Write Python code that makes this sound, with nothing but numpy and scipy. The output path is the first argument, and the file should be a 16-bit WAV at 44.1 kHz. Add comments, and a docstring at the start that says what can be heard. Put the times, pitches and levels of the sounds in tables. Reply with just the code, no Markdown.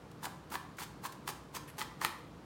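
"""Chopping onion

A small knife chops onion on a plastic board in a kitchen: eight strokes, about four a second.
Each is a wet crunch of bursting cells, with knocks as the blade breaks through layers and meets
the board. The counter and a small, hard room answer, over the low hum of an appliance."""
import sys
import numpy as np
from scipy import signal
from scipy.fft import rfft, irfft, next_fast_len
from scipy.io import wavfile

SR = 44100
rng = np.random.default_rng(int(sys.argv[2]) if len(sys.argv) > 2 else 0)


def digitize_waveform(pressure):
    """Quantize a signal to 16-bit integers and store it at the path in sys.argv[1].

    Rows of a 2-D input are taken as channels; values are limited to [-1, 1].
    """
    field = np.atleast_2d(pressure).T
    bounded = np.clip(field, -1, 1)
    quanta = np.round(bounded * 32767).astype(np.int16)
    wavfile.write(sys.argv[1], SR, quanta)


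N = 108045
T = np.arange(N) / SR

# The bright tone of bursting onion cells. Each row: frequency in Hz, relative level in dB.
CRUNCH_EQ = [(300, -20), (800, -6.5), (1500, 2), (2800, 2), (5000, 1), (8000, 0), (12000, -3), (16000, -3)]


def undb(db):
    """Decibels to gain."""
    return 10 ** (np.asarray(db) / 20)


def unit(x):
    """Scale to rms 1."""
    return x / np.sqrt(np.mean(x ** 2))


def colour(x, points):
    """Minimum-phase EQ through (Hz, dB) points that keeps the power of white noise."""
    hz, db = np.array(points, float).T
    size = next_fast_len(2 * len(x), True) * 2
    bin_hz = np.arange(size // 2 + 1) * SR / size
    gain = unit(undb(np.interp(np.log(bin_hz + 1), np.log(hz), db)))
    cepstrum = irfft(np.log(gain))
    cepstrum[1:size // 2] *= 2
    cepstrum[size // 2 + 1:] = 0
    return irfft(rfft(x, size) * np.exp(rfft(cepstrum)))[:len(x)]


def fade(t60):
    """Decay of 60 dB in t60 seconds."""
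    return np.exp(-np.log(1000) * T / t60)


def add(out, start, x):
    """Mix a sound in from its start time."""
    i = max(int(start * SR), 0)
    out[i:] += x[:N - i]


def drift(step_s):
    """A random glide with a spread near 1 and a new target every step."""
    return 1.17 * np.interp(T / step_s, np.arange(N), rng.standard_normal(N))


def appliance():
    """A low rush of air with a few wavering motor tones."""
    # The dark tone of the air. Each row: frequency in Hz, relative level in dB.
    air_eq = [(20, -32), (31, -32), (40, -34), (58, -1), (100, -4), (150, 2), (230, -3.5), (400, -6.5),
              (650, -12), (1100, -13), (2000, -23.5), (4000, -28.5), (9000, -37.5), (16000, -44.5)]
    # The motor's hum. Each row: frequency in Hz, rms level in dB.
    motor_tones = [(60.4, -69.5), (160.5, -66.5), (296, -66), (320.7, -72.5), (473.5, -71)]
    air_db, waver_hz = -52.5, 1.17
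    out = undb(air_db) * unit(colour(rng.standard_normal(N), air_eq))
    for hz, db in motor_tones:
        cycles = np.cumsum(hz + waver_hz * drift(step_s=0.1195)) / SR
        out += undb(db) * np.sqrt(2) * np.sin(2 * np.pi * cycles)
    return out


def cell_bursts():
    """A dense crackle of tiny pops, mostly weak, surging as each layer of onion gives way."""
    bursts_per_s, spread_db, surge_db = 7000, 2, 2
    bursts = rng.random(N) < bursts_per_s / SR
    db = spread_db * np.minimum(rng.exponential(size=N), 4) + surge_db * drift(step_s=0.003)
    return unit(bursts * np.sign(rng.standard_normal(N)) * undb(db))


def loose_pieces():
    """Bits of onion snap or are nudged, and once the blade brushes lightly over the pile."""
    # Small snaps. Each row: start in seconds, level in dB, decay time constant in seconds.
    snap_cues = [(0.114, -55.5, .004), (0.5015, -49.5, 0.0047), (0.769, -55, 0.0073), (0.8263, -43, .0015),
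                 (1.122, -47.5, 0.0068), (1.2665, -73, 0.0031), (2.187, -62, 0.0053)]
    # The rasp of the brush. Each row: frequency in Hz, relative level in dB.
    brush_eq = [(500, -14), (1400, 4), (2500, 5.5), (4000, -5), (7500, -7.5), (11000, 0.5), (13500, -5),
                (16000, -17)]
    brush_start_s, brush_length_s, brush_db = 1.674, 0.036, -53
    progress = np.clip((T - brush_start_s) / brush_length_s, 0, 1)
    brush = undb(brush_db) * np.sqrt(np.abs(np.sin(np.pi * progress)))
    snaps = np.zeros(N)
    for start, db, decay in snap_cues:
        add(snaps, start, undb(db) * np.exp(-T / decay))
    return colour(snaps * cell_bursts(), CRUNCH_EQ) + colour(brush * cell_bursts(), brush_eq)


def knife_cuts():
    """Force grows as the blade sinks in; cells burst and shake the board until the blade stops."""
    # Each row is a stroke: start, rise and hold in seconds, crunch level in dB,
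    # board shake level in dB, crunch brightness in dB per octave.
    strokes = [(0.23, 0.024, 0.0058, -43.5, -43.5, 0.5), (0.515, 0.029, 0.015, -45, -43.5, 2),
               (0.786, 0.041, 0.012, -45, -47, -0.8), (1.035, 0.015, 0.017, -44.5, -44.5, 0.5),
               (1.274, 0.0048, 0.022, -41.5, -43.5, 0.2), (1.543, 0.0067, 0.023, -43.5, -46.5, -1),
               (1.779, .005, 0.043, -45.5, -46, 0), (2.011, 0.0042, 0.049, -42.5, -42, -1.2)]
    # The body of the shaken board. Each row: frequency in Hz, relative level in dB.
    board_eq = [(150, -15.5), (350, -7.5), (600, -15), (850, -2), (1100, -2), (1450, -9.5), (2200, -15),
                (4000, -31.5), (10000, -51)]
    entry_force, entry_s, release_s = 0.66, 0.0026, 0.0052
    touch_db, touch_s = -11.5, 0.0089  # the edge eases into the skin before it breaks through
    crunch, shake = np.zeros(N), np.zeros(N)
    for start, rise, hold, crunch_db, shake_db, tilt in strokes:
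        age = T - start
        attack = np.clip(age / entry_s, 0, 1)
        press = entry_force + (1 - entry_force) * np.clip(age / rise, 0, 1)
        release = np.exp(-np.maximum(age - rise - hold, 0) / release_s)
        touch = undb(touch_db) * np.exp(-np.abs(age) / touch_s)
        force = np.maximum(attack * press * release, touch)
        tilted_eq = [(hz, db + tilt * np.log2(hz)) for hz, db in CRUNCH_EQ]
        crunch += colour(undb(crunch_db) * force * cell_bursts(), tilted_eq)
        shake += undb(shake_db) * force
    return crunch + colour(shake * cell_bursts(), board_eq)


def ring(modes, pitch, detune):
    """Struck modes, tuned slightly differently at each spot on the board."""
    tuning = pitch * (1 + detune * rng.standard_normal(len(modes)))
    return sum((-1) ** (k // 2) * undb(db) * fade(t60) * np.sin(2 * np.pi * hz * tuning[k] * T)
               for k, (hz, db, t60) in enumerate(modes))


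def board_knocks():
    """The edge cracks and clacks on the plastic, then the board gives a short hollow thud."""
    # Each row is a knock: start in seconds, thud peak in dB, thud pitch ratio, clack peak in dB,
    # relative crack level in dB.
    hits = [(.2280, -34.5, 0.97, -55, -57), (.2428, -31.5, 0.99, -48, -44), (0.2548, -34.5, 1.54, -31, -29),
            (0.2672, -32, 0.74, -45, -48), (0.5417, -27, 0.92, -30.5, -40),
            (0.5541, -23.5, 1.01, -25.5, -43), (0.7843, -34, 1.43, -39.5, -46),
            (0.8166, -35, 0.86, -38, -41), (1.0510, -28.5, 0.94, -35, -44), (1.0558, -30.5, 0.98, -34, -42),
            (1.2764, -24.5, 0.99, -30.5, -45), (1.5682, -37, 1.04, -43, -50), (1.788, -36, 0.84, -39, -33),
            (1.8089, -43, 0.86, -28, -28), (1.8153, -27, 1.14, -22.5, -57), (1.8209, -35, 1.05, -35.5, -46),
            (2.0148, -22.5, 1.1, -30.5, -28), (2.0487, -18, 1.11, -15, -15)]
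    # The board's modes. Each row: frequency in Hz, relative level in dB, 60 dB decay in seconds.
    thud_modes = [(783, -9, 0.019), (930, -2, 0.021), (1088, 10, 0.01), (1282, -14.5, 0.016),
                  (1680, 1.5, 0.014)]
    # The modes of the blade and the surface under it, with the same columns.
    clack_modes = [(1457, -2, 0.013), (1982, -3, .018), (2507, -6, 0.0079), (2967, 1.5, 0.0052),
                   (3660, -3, 0.0033), (4240, -2, 0.0055)]
    thud_lag_s, thud_attack_s = 0.00113, 0.00055  # the board bends a moment after the edge touches
    crack_decay_s = 0.00051
    out = np.zeros(N)
    for start, thud_db, pitch, clack_db, crack_db in hits:
        thud = ring(thud_modes, pitch, detune=0.018) * (1 - np.exp(-(T / thud_attack_s) ** 2))
        clack = ring(clack_modes, pitch=1, detune=0.015)
        crack = rng.standard_normal(N) * np.exp(-T / crack_decay_s) / 2
        add(out, start + thud_lag_s, undb(thud_db) * thud / np.abs(thud).max())
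        add(out, start, undb(clack_db) * clack / np.abs(clack).max() + undb(crack_db) * crack)
    return out


def kitchen(x):
    """Quick reflections from the counter and jars, then a room tail whose treble dies first."""
    # The tone of the tail. Each row: frequency in Hz, relative level in dB.
    room_eq = [(100, -0.5), (500, -1), (1100, -1.5), (2500, -2.5), (4500, -0.5), (8500, -1), (16000, -6)]
    room_db, crossover_hz, build_s = -9, 4500, 0.007
    counter_db, counter_decay_s, predelay_s, echoes_per_s = -13.5, 0.0041, 0.002, 2500
    noise = rng.standard_normal(N)
    low = signal.sosfilt(signal.butter(1, crossover_hz, fs=SR, output="sos"), noise)
    low = signal.sosfilt(signal.butter(1, crossover_hz, fs=SR, output="sos"), low[::-1])[::-1]
    tail = low * fade(t60=0.57) + (noise - low) * fade(t60=0.35)
    tail *= np.clip(T / build_s - 0.5, 0, 1)
    echoes = rng.standard_normal(N) * (rng.random(N) < echoes_per_s / SR)
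    echoes *= np.exp(-T / counter_decay_s) * (T > predelay_s)
    response = undb(room_db) * colour(unit(tail), room_eq) + undb(counter_db) * unit(echoes)
    return x + signal.fftconvolve(x, response / np.sqrt(N))[:N]


def scene():
    """The chopping in the kitchen, over the hum."""
    chopping = knife_cuts() + loose_pieces() + board_knocks()
    return (kitchen(chopping) + appliance())[None]


def record(dry):
    """Roll off the deep bass and cut the very top."""
    low_cut_hz, high_cut_hz = 38, 16300
    dry = signal.sosfilt(signal.butter(4, low_cut_hz, "high", fs=SR, output="sos"), dry)
    return signal.sosfilt(signal.ellip(10, .2, 80, high_cut_hz, fs=SR, output="sos"), dry)


dry = scene()
out = record(dry)
digitize_waveform(out)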